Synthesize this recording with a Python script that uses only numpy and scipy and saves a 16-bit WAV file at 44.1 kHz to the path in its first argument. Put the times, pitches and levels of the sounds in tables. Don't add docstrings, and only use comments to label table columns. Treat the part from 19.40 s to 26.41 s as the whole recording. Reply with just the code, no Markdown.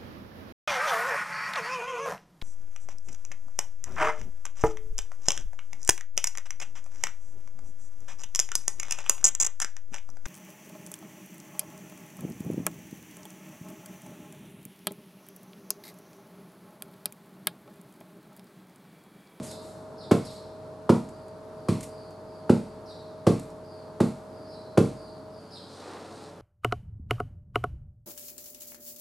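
import sys
import numpy as np
from scipy import signal
from scipy.fft import rfft, irfft
from scipy.io import wavfile
from scipy.ndimage import uniform_filter1d

SR = 44100
rng = np.random.default_rng(int(sys.argv[2]) if len(sys.argv) > 2 else 0)


def wav_record(signal):
    frames = np.transpose(np.atleast_2d(signal))
    bounded = np.clip(frames, -1, 1)
    quanta = np.round(bounded * 32767).astype(np.int16)
    wavfile.write(sys.argv[1], SR, quanta)


N = 309136
TIME = np.arange(N) / SR
ANTIPHASE = np.array([[1], [-1]])


def undb(db):
    return 10 ** (np.asarray(db) / 20)


def along_hz(points, hz):
    point_hz, values = np.transpose(points)
    return np.interp(np.log(np.maximum(hz, 1)), np.log(point_hz), values)


def colour(noise, spectrum):
    size = noise.shape[-1]
    gain = undb(along_hz(spectrum, np.fft.rfftfreq(size, 1 / SR)))
    shaped = irfft(rfft(noise) * gain, size)
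    return shaped / np.sqrt(np.mean(shaped ** 2))


def add(track, start_s, sound):
    start = int(round(start_s * SR))
    sound = sound[max(-start, 0):N - start]
    track[max(start, 0):max(start, 0) + len(sound)] += sound


def wander(rate_hz):
    hold = int(SR / rate_hz)
    steps = np.repeat(rng.standard_normal(N // hold + 1), hold)[:N]
    return 1.3 * uniform_filter1d(uniform_filter1d(steps, hold), hold)


def grains(size, spectrum, spread_db):
    clicks = rng.standard_normal(size) * undb(spread_db * np.minimum(rng.exponential(size=size), 6))
    return colour(clicks, spectrum)


def burst(t, rise_s, decay_s):
    return (1 - np.exp(-t / rise_s)) * np.exp(-t / decay_s)


def damping(t, t60_s):
    return np.exp(-np.log(1000) * t / t60_s)


def glide(length_s, start_hz, end_hz, waver=0):
    progress = np.linspace(0, 1, int(length_s * SR))
    hz = start_hz * (end_hz / start_hz) ** progress * (1 + waver)
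    envelope = np.abs(np.sin(np.pi * progress)) ** 0.26
    return envelope * np.sin(2 * np.pi * np.cumsum(hz) / SR)


def highpass(sound, order, cutoff_hz):
    return signal.sosfilt(signal.butter(order, cutoff_hz, "high", fs=SR, output="sos"), sound)


def stereo_noise(size, width):
    mid, side = rng.standard_normal((2, size))
    return mid + width * highpass(side, order=1, cutoff_hz=480) * ANTIPHASE


# frequency_hz, level_db
FAN_BEFORE = [(25, -32), (60, -9), (95, -13), (125, 0.5), (250, -2), (450, -4.5), (700, -7), (1000, -9),
              (1400, -16.5), (2000, -28), (3000, -33.5), (4400, -29), (6000, -36), (12000, -38.5)]
FAN_AFTER = [(25, -35), (60, -13), (95, -12), (125, 0), (250, 0.5), (450, -3.5), (700, -5),
             (1000, -9), (1400, -12), (2000, -25), (4000, -27), (12000, -34.5)]
def fan(changed):
    first = undb(-46.5) * colour(stereo_noise(N, width=0.48), FAN_BEFORE)
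    second = undb(-48) * colour(stereo_noise(N, width=0.31), FAN_AFTER)
    return ((1 - changed) * first + changed * second) * undb(0.4 * wander(rate_hz=6))


# pitch_hz, before_db, after_db (levels before and after 6 s)
HUM_PARTIALS = [(95.5, -57, -59.5), (435, -53, -55.5), (580, -59, -57.5), (630.4, -47.5, -79),
                (912, -65.5, -70)]
def hum(changed):
    out = np.zeros(N)
    for pitch_hz, first_db, second_db in HUM_PARTIALS:
        level_db = first_db + changed * (second_db - first_db) + 0.9 * wander(rate_hz=12)
        hz = pitch_hz + 0.6 * wander(rate_hz=9)
        out += np.sqrt(2) * undb(level_db) * np.sin(2 * np.pi * np.cumsum(hz) / SR)
    return out


# level_db, length_s, start_hz, end_hz
SOFT_CHIRP, FULL_CHIRP = (-54.5, 0.19, 4899, 4399), (-47.5, 0.0742, 5201, 3699.5)
# start_s, level_db
BIRD_CALLS = [(.059, -45), (.57, -45.5), (.825, -44), (1.662, -62), (2.122, -64), (2.472, -55),
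              (2.842, -60), (3.17, -63), (3.452, -46.5), (4.218, -57), (4.882, -59), (5.061, -50),
              (5.539, -52.5), (5.884, -56.5), (6.102, -42)]
def birds():
    calls = np.zeros(N)
    level_range, *shape_ranges = zip(SOFT_CHIRP, FULL_CHIRP)
    for start_s, level_db in BIRD_CALLS:
        length_s, start_hz, end_hz = (np.interp(level_db, level_range, ends) for ends in shape_ranges)
        depth = 0.02 + 0.17 * np.log(start_hz / end_hz)
        waver = depth * wander(rate_hz=700)[:int(length_s * SR)]
        tone, overtone = (glide(length_s, k * start_hz, k * end_hz, waver) for k in (1, 2))
        add(calls, start_s, undb(level_db) * (tone + undb(-16) * overtone))
    yard = stereo_noise(SR, width=0.31) * damping(TIME[:SR], t60_s=0.93)
    yard /= np.sqrt(np.sum(yard ** 2) / 2)
    return signal.fftconvolve(calls[None], yard, axes=1)[:, :N]


# centre_hz, t60_s
ROOM_BANDS = [(200, 0.17), (600, 0.35), (1500, 0.28), (4000, 0.28), (10000, 0.33)]
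def room_response():
    t = TIME[:SR // 2]
    spectrum = rfft(stereo_noise(len(t), width=0.16))
    hz = np.fft.rfftfreq(len(t), 1 / SR)
    tail = np.zeros((2, len(t)))
    for centre_hz, t60_s in ROOM_BANDS:
        band = along_hz([(band_hz, float(band_hz == centre_hz)) for band_hz, _ in ROOM_BANDS], hz)
        tail += irfft(spectrum * band, len(t)) * damping(t, t60_s)
    tail *= np.clip((t - 0.003) / 0.01, 0, 1)
    return tail / np.sqrt(np.sum(tail ** 2) / 2)


# frequency_hz, level_db
RUB_SPECTRUM = [(120, -21), (330, 6.5), (600, 4.5), (1000, 0.5), (1600, -7.5), (2600, -13.5), (5000, -19),
                (9000, -46)]
HISS_SPECTRUM = [(1500, -32), (4000, 12), (6500, 2.5), (9000, 4), (10500, -8), (12000, -10)]
# time_s, rub_db, hiss_db
PALM_STROKE = [(6.28, -69, -72), (6.328, -58, -59.5), (6.514, -42, -60.5), (6.664, -48.5, -64),
               (6.828, -50.5, -60.5), (6.976, -55, -79), (7.0, -54, -87)]
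def smoothing():
    time_s, rub_db, hiss_db = np.transpose(PALM_STROKE)
    rub = np.interp(TIME, time_s, undb(rub_db), left=0) * grains(N, RUB_SPECTRUM, spread_db=3.5)
    hiss = np.interp(TIME, time_s, undb(hiss_db), left=0) * grains(N, HISS_SPECTRUM, spread_db=4.0)
    return undb(-1) * rub + undb(3) * hiss


# frequency_hz, level_db
PATTER_SPECTRUM = [(500, -22), (1500, -0.5), (3000, -1), (5000, 0), (8000, 6.5), (12000, -1)]
# start_s, level_db, decay_s
SHOWERS = [(.022, -40.5, 0.067), (.112, -35.5, 0.0059), (.209, -52, 0.11), (.849, -43, 0.016),
           (.9, -52, 0.068), (1.688, -48.5, .0057), (1.881, -50, 0.0035), (2.406, -37, 0.0057),
           (2.428, -35, 0.01), (2.706, -51, .003), (3.996, -37.5, 0.0029), (4.102, -52.5, .0043)]
def spills():
    out, t = np.zeros(N), TIME[:SR // 2]
    for start_s, level_db, decay_s in SHOWERS:
        envelope = undb(level_db) * burst(t, rise_s=0.22 * decay_s, decay_s=decay_s)
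        add(out, start_s, envelope * grains(len(t), PATTER_SPECTRUM, spread_db=2.5))
    return out


# frequency_hz, level_db
CRUNCH_SPECTRUM = [(500, 13), (1200, -7), (2200, 5.5), (3000, -2.5), (4300, 3.5), (6000, -3), (8500, -0.5),
                   (12000, -11.5)]
def crunch(grind_db, slide_db):
    t = TIME[:SR // 2]
    grind = burst(t, rise_s=0.0038, decay_s=0.0101) * grains(len(t), CRUNCH_SPECTRUM, spread_db=3.0)
    slide = burst(t, rise_s=0.0064, decay_s=0.079) * grains(len(t), CRUNCH_SPECTRUM, spread_db=2.5)
    return undb(grind_db) * grind + undb(slide_db) * slide


# frequency_hz, level_db
SPLAT_SPECTRUM = [(250, -25), (600, 3.5), (950, -1), (1400, -4), (2000, -20), (2800, -17.5), (6000, -30)]
def smack(pitch_hz, splat_db):
    t = TIME[:SR // 2]
    knock = burst(t, rise_s=0.0012, decay_s=0.0027) * np.sin(2 * np.pi * pitch_hz * t)
    splat = burst(t, rise_s=0.00053, decay_s=0.0061) * grains(len(t), SPLAT_SPECTRUM, spread_db=2.0)
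    return undb(0.5) * knock + undb(splat_db) * splat


def pop(start_hz):
    fall_octaves = 1.253
    return glide(length_s=0.0148, start_hz=start_hz, end_hz=start_hz / 2 ** fall_octaves)


# pitch_hz, left_fist_db, right_fist_db, t60_s
BUCKET_MODES = [(53.1, -32.5, -35.5, 1), (107.3, -20.5, -25, 0.25), (120.2, -29, -35.5, 0.37),
                (136.9, -24, -25.5, 0.35), (174, -20, -22, 0.26), (201.3, -21, -19.5, 0.3),
                (212.4, -36.5, -32, 0.51), (235.8, -21.5, -16, 0.25), (265.8, -25.5, -28.5, 0.41),
                (288, -33, -41, 0.49), (323.5, -21.5, -23.5, 0.24), (343.3, -29.5, -22, 0.21),
                (353.4, -20, -22, 0.21), (400, -21, -23.5, 0.22), (441, -17.5, -21, 0.22),
                (473.3, -22, -24, 0.29), (532.4, -18.5, -16, 0.13), (578, -29, -27, 0.33)]
def thud(is_right, cutoff_hz):
    t, ring = TIME[:SR], np.zeros(SR)
    for pitch_hz, left_db, right_db, t60_s in BUCKET_MODES:
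        gain = undb(right_db if is_right else left_db)
        ring += gain * np.cos(2 * np.pi * pitch_hz * t) * damping(t, t60_s)
    lead = SR // 200
    push_time = np.arange(-lead, lead + 1) / SR
    push = np.exp(-0.5 * (2 * np.pi * cutoff_hz * push_time) ** 2)
    lead_s = lead / SR
    return signal.fftconvolve(ring, push / push.sum()), lead_s


# sink_s, cutoff_hz, splat_db, grind_db, slide_db
FIST_LANDINGS = [(0.00787, 400, -3.5, -25, -40), (0.00727, 397, -10, -28, -42.5)]
# start_s, thud_db, pop_db, pop_start_hz, smack_db, smack_hz
BLOWS = [ (-.095, 3, -18, 570, -22, 910), (0.7113, 1.5, -10.5, 474, -11, 712),
         (1.493, 5.5, -14, 584, -7.5, 927), (2.2846, 2.5, -22, 569, -21, 1116),
         (3.0947, 5.5, -16, 526, -12.5, 818), (3.867, 5, -12.5, 566, -14, 1078),
         (4.6026, 3, -17.5, 584, -12, 830), (5.374, 5.5, -11, 565, -13, 824)]
def punches():
    thuds, smacks, sand = np.zeros((3, N))
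    usual_pop_db, cutoff_octaves_per_db = -13, 0.07
    for k, (start_s, thud_db, pop_db, pop_start_hz, smack_db, smack_hz) in enumerate(BLOWS):
        is_right = k % 2 == 0
        sink_s, cutoff_hz, splat_db, grind_db, slide_db = FIST_LANDINGS[is_right]
        flatness_db = pop_db - usual_pop_db
        ring, lead_s = thud(is_right, cutoff_hz * 2 ** (cutoff_octaves_per_db * flatness_db))
        add(thuds, start_s + sink_s - lead_s, undb(thud_db) * ring)
        add(thuds, start_s, undb(pop_db) * pop(pop_start_hz))
        add(smacks, start_s, undb(smack_db) * smack(smack_hz, splat_db))
        add(sand, start_s, crunch(grind_db + 0.39 * flatness_db, slide_db))
    return thuds, smacks, sand


def scene():
    thuds, smacks, sand = punches()
    thuds = highpass(thuds, order=3, cutoff_hz=102.6)
    sand = sand + spills() + smoothing()
    thud_pan = undb([[-0.5], [0.5]])
    direct = thud_pan * thuds + smacks + undb(0.5) * sand
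    room = room_response()
    to_room = undb(-17) * thuds + undb(-3.5) * smacks + undb(-5.5) * sand
    echoes = signal.fftconvolve(to_room[None], room, axes=1)[:, :N]
    to_walls = undb(-7) * thuds + undb(-16) * smacks + 0.16 * sand
    lateral = signal.fftconvolve(to_walls, room[0] - room[1])[:N] * ANTIPHASE
    change_s = 5.992
    changed = np.clip((TIME - change_s) / 0.0034, 0, 1)
    return direct + echoes + lateral + birds() + fan(changed) + hum(changed)


def record(dry):
    return signal.sosfilt(signal.ellip(10, 0.2, 70, 12100, fs=SR, output="sos"), dry)


dry = scene()
out = record(dry)
wav_record(out)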